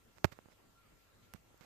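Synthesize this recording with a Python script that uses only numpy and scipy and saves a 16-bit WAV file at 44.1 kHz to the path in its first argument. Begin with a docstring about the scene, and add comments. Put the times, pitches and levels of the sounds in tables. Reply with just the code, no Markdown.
"""A quiet room, beside an opened tower fan that stands still; a hand-held stereo camera moves over it.
Close to the right microphone, fingers knock and rub on the camera: one sharp click, small ticks, later
a weaker knock that rings the plastic shell. The touches thud, ring the case low and are coloured by the
microphone port. Behind them lie room noise, a low hum, a thin whine, a few faint whistles (some falling)
and one brush of cloth."""
import sys
import numpy as np
from scipy import signal
from scipy.io import wavfile
from scipy.ndimage import uniform_filter1d

SR = 44100
rng = np.random.default_rng(int(sys.argv[2]) if len(sys.argv) > 2 else 0)


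def output_pcm(signal):
    """Save a mono or channel-first signal as 16-bit PCM at the path in sys.argv[1].

    Samples are clipped to [-1, 1] before scaling.
    """
    pcm = np.clip(np.atleast_2d(signal).T, -1, 1) * 32767
    wavfile.write(sys.argv[1], SR, np.round(pcm).astype(np.int16))


N = 72765


def amp(db):
    """dB to gain."""
    return 10 ** (np.asarray(db) / 20)


def unit_rms(x):
    """Scales to rms 1."""
    return x / np.sqrt(np.mean(x ** 2) + 1e-20)


def curve_at(points, hz):
    """Reads a table on a log-frequency axis."""
    f, value = np.transpose(points)
    return np.interp(np.log(hz + 1), np.log(f + 1), value)


def add(mix, start, sound):
    """Mixes a sound in at start seconds."""
    part = mix[:, round(start * SR):][:, :sound.shape[-1]]
    part += sound[..., :part.shape[1]]


def butter(x, hz, kind, order):
    """Low-pass or high-pass."""
    return signal.sosfilt(signal.butter(order, min(hz, SR / 2 - 100), kind, fs=SR, output="sos"), x)


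def coloured(x, points):
    """Minimum-phase filter with the given spectrum."""
    log_gain = np.log(amp(curve_at(points, abs(np.fft.fftfreq(4096, 1 / SR)))))
    taps = np.fft.ifft(np.exp(np.conj(signal.hilbert(log_gain)))).real
    return signal.fftconvolve(x, taps[None], axes=1)[:, :N]


def close_right(sound, left_db):
    """Full level at the right microphone, a leak at the left."""
    return np.array([amp(left_db) * sound, sound])


# Hard finger contacts, close to the right microphone; levels before filtering:
# t/s, pulse level/dB, brightness f/Hz, low cut f/Hz, crack level/dB, left leak/dB, press +1 or release -1
CONTACTS = [(.1839, -38, 3400, 250, -64, -34, -1), (0.2446, -10, 4170, 1830, -40, -31, -1),
            (0.2447, -8, 1330, 161, -35, -40, 1), (0.2457, -14.5, 1600, 770, -39, -40, -1),
            (0.2487, -9.5, 1290, 70, -48, -56, -1), (0.3186, -43.5, 1500, 200, -58, -25, 1),
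            (0.3892, -32, 1160, 273, -68, -29, -1), (0.4584, -42, 1010, 120, -72, -33, -1),
            (.4864, -43.5, 1110, 120, -79, -33, -1), (1.3376, -35.5, 7500, 1500, -58, -24, -1),
            (1.3378, -27.5, 3770, 900, -42, -14, 1), (1.347, -42.5, 890, 100, -60, -30, 1),
            (1.5439, -48.5, 603, 80, -80, -14, -1), (1.577, -49, 9000, 3000, -60, -24, -1),
            (1.6100, -41, 4000, 600, -59, -20, -1)]
def finger_clicks():
    """Each hard contact on the camera is one short pressure pulse with a crack of noise."""
    out, t = np.zeros((2, N)), np.arange(SR // 20) / SR
    crack_decay_s, crack_top_hz = 0.00098, 9000
    for start, pulse_db, bright_hz, low_hz, crack_db, left_db, polarity in CONTACTS:
        u = 2 * np.pi * bright_hz * t
        pulse = polarity * amp(pulse_db) * (u / 2) ** 2 * np.exp(2 - u)
        pulse = butter(pulse, low_hz, "high", order=1)
        hiss = butter(rng.standard_normal(len(t)), crack_top_hz, "low", order=1)
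        hiss = unit_rms(butter(hiss, bright_hz, "high", order=2))
        crack = amp(crack_db) * hiss * np.exp(-t / crack_decay_s)
        add(out, start, close_right(pulse + crack, left_db))
    return out


# Soft fingertip pushes at the right microphone, ahead of its port:
# t/s, level/dB, f/Hz, t60/s, left leak/dB, press +1 or release -1
PUSHES = [(0.2471, -15.5, 160, 0.022, -24.5, -1), (0.3215, -44, 135, 0.055, -36, -1),
          (0.459, -53, 113, .02, -22, 1), (1.3392, -36.5, 163, 0.012, -28, -1),
          (1.3461, -36, 174, 0.029, -33, 1), (1.6100, -42, 187, 0.02, -25, 1)]
def fingertip_thuds():
    """The fingertip pushes the air at the port: a heavily damped low swing."""
    out, t = np.zeros((2, N)), np.arange(SR // 10) / SR
    attack = 1 - np.exp(-t / 0.00049)
    for start, db, hz, t60, left_db, polarity in PUSHES:
        swing = polarity * np.sin(2 * np.pi * hz * t) * np.exp(-np.log(1000) * t / t60)
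        add(out, start, close_right(amp(db) * swing * attack, left_db))
    return out


# Finger slides beside the right microphone, ahead of its port: peak t/s, rise/s, fall/s, level/dB
SLIDES = [(.178, 0.017, 0.011, -62.5), (.2520, 0.0057, 0.0049, -34), (.275, 0.018, 0.028, -61),
          (.3225, .005, .011, -49), (0.373, 0.036, 0.018, -65.5), (0.524, 0.023, 0.014, -62.5),
          (1.356, 0.014, 0.02, -60.5), (1.614, 0.0082, 0.012, -58.5), (1.641, 0.016, .025, -58)]
# Friction spectrum: f/Hz, relative level/dB
FRICTION_SPECTRUM = [(40, -7), (150, -0.5), (450, 1.5), (1100, -1), (2200, -4), (4000, -9.5), (8000, -20.5),
                     (15000, -27)]
def skin_rubs(grain_db=3):
    """Skin slides on the case: grainy friction that swells and dies with each slide."""
    t = np.arange(N) / SR
    hiss = rng.standard_normal(N)
    roughness = unit_rms(uniform_filter1d(rng.standard_normal(N), size=12))
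    grains = hiss * amp(grain_db * roughness)
    friction = unit_rms(coloured(grains[None], FRICTION_SPECTRUM)[0])
    swells = sum(amp(db) * np.exp(-((t - peak) / np.where(t < peak, rise, fall)) ** 2)
                 for peak, rise, fall, db in SLIDES)
    return close_right(swells * friction, left_db=-30.5)


def case_ring(touches, hz=88, t60=0.081, gain_db=-1.5):
    """One low resonance of the case, rung by every touch."""
    radius = np.exp(-np.log(1000) / (t60 * SR))
    pole = radius * np.exp(2j * np.pi * hz / SR)
    return amp(gain_db) * 2 * signal.lfilter([1 - radius], [1, -pole], touches).real


# Shell modes, reaching both microphones, ahead of the ports: f/Hz, level/dB, t60/s
SHELL_MODES = [(1670, -55, 0.012), (2460, -47.5, 0.0053), (6850, -51, 0.0034)]
def shell_ring(knock_s=1.338):
    """The later knock briefly rings the camera's plastic shell."""
    out, t = np.zeros((2, N)), np.arange(SR // 20) / SR
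    for hz, db, t60 in SHELL_MODES:
        mode = amp(db) * np.exp(-np.log(1000) * t / t60) * np.sin(2 * np.pi * hz * t)
        add(out, knock_s, close_right(mode, left_db=-2.5))
    return out


# Room tone, all around the camera: f/Hz, relative level per Hz/dB
ROOM_SPECTRUM = [(20, -27), (45, -3), (100, -6.5), (200, -5.5), (450, -9.5), (900, -13.5), (1300, -14.5),
                 (1800, -16.5), (2700, -18), (5500, -23.5), (7200, -21.5), (10000, -29), (13000, -24.5),
                 (15000, -27)]
# Likeness of the room tone at the two microphones: f/Hz, correlation
ROOM_COHERENCE = [(30, 0.47), (130, 0.49), (600, 0.059), (3000, 0.0067), (15000, 0.0088)]
def room_tone(level_db=-68, patch_db=1.96):
    """Quiet room noise with slight drifting patches; the microphones are most alike in the bass."""
    frames, hz = N // 256 + 5, np.fft.rfftfreq(1024, 1 / SR)
    left_re, left_im, apart_re, apart_im, patches = rng.standard_normal((5, frames, len(hz)))
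    patches = uniform_filter1d(patches, size=12, axis=0)  # smooth in time
    patches = unit_rms(uniform_filter1d(patches, size=16, axis=1))  # and in frequency
    coherence = curve_at(ROOM_COHERENCE, hz)
    left = left_re + 1j * left_im
    right = coherence * left + np.sqrt(1 - coherence ** 2) * (apart_re + 1j * apart_im)
    spectra = np.array([left, right]) * amp(curve_at(ROOM_SPECTRUM, hz) + patch_db * patches)
    noise = signal.istft(spectra.transpose(0, 2, 1), nperseg=1024, noverlap=768)[1][:, :N]
    return amp(level_db) * unit_rms(noise)


# Hum and whine in the background, at both microphones: f/Hz, rms level/dB
STEADY_TONES = [(49.6, -79.5), (99.2, -79.5), (148.5, -95), (1362, -84.5), (2725, -94)]
def hum_and_whine(waver_depth=0.3, waver_hz=7.2):
    """Steady tones, wavering a little in level and phase at each microphone."""
    out, t = np.zeros((2, N)), np.arange(N) / SR
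    for hz, db in STEADY_TONES:
        waver = waver_depth * unit_rms(butter(rng.standard_normal((2, N)), waver_hz, "low", order=2))
        phase = 2 * np.pi * (hz * t + rng.random()) + waver[::-1]
        out += amp(db) * np.sqrt(2) * (1 + waver) * np.sin(phase)
    return out


# Background whistles, centred between the microphones: t/s, length/s, level/dB, first f/Hz, last f/Hz
WHISTLE_GLIDES = [(.61, 0.053, -76, 1205, 1100), (.74, .1, -69, 1366, 1382),
                  (0.818, 0.071, -72.5, 1350, 1158), (1.16, .08, -78.5, 1276, 1184),
                  (1.26, .09, -70.5, 1366, 1382)]
def faint_whistles():
    """Pure tones that swell and fade, nearly holding their pitch or sliding down."""
    out = np.zeros((2, N))
    for start, length, db, first_hz, last_hz in WHISTLE_GLIDES:
        progress = np.linspace(0, 1, round(length * SR))
        cycles = np.cumsum(first_hz + (last_hz - first_hz) * progress) / SR
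        add(out, start, amp(db) * np.sin(np.pi * progress) * np.sin(2 * np.pi * cycles))
    return out


def cloth_rustle(peak_s=1.245, width_s=0.03, level_db=-73, low_hz=1700, top_hz=3800):
    """A faint brush of cloth: one swell of hiss at both microphones."""
    t = np.arange(N) / SR
    hiss = butter(rng.standard_normal((2, N)), low_hz, "high", order=3)
    hiss = unit_rms(butter(hiss, top_hz, "low", order=3))
    return amp(level_db) * hiss * np.exp(-((t - peak_s) / width_s) ** 2)


# Colour that the microphone port gives to touches on the camera: f/Hz, gain/dB
PORT_RESPONSE = [(20, -11), (50, -3.5), (150, 0), (1000, -1), (2100, 0), (3200, -3), (4400, -1), (7500, 4),
                 (10000, -4), (12500, 5), (15000, 7)]
def scene():
    """Close touches pass the microphone port; the room lies behind them."""
    touches = finger_clicks() + fingertip_thuds() + skin_rubs() + shell_ring()
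    handling = coloured(touches + case_ring(touches), PORT_RESPONSE)
    return handling + room_tone() + hum_and_whine() + faint_whistles() + cloth_rustle()


def record(dry):
    """The camera's band limit: a steep low-pass at 14950 Hz."""
    taps = signal.firwin(301, 14950, window=("kaiser", 8), fs=SR)
    return signal.oaconvolve(dry, taps[None], "same", axes=1)


dry = scene()
out = record(dry)
output_pcm(out)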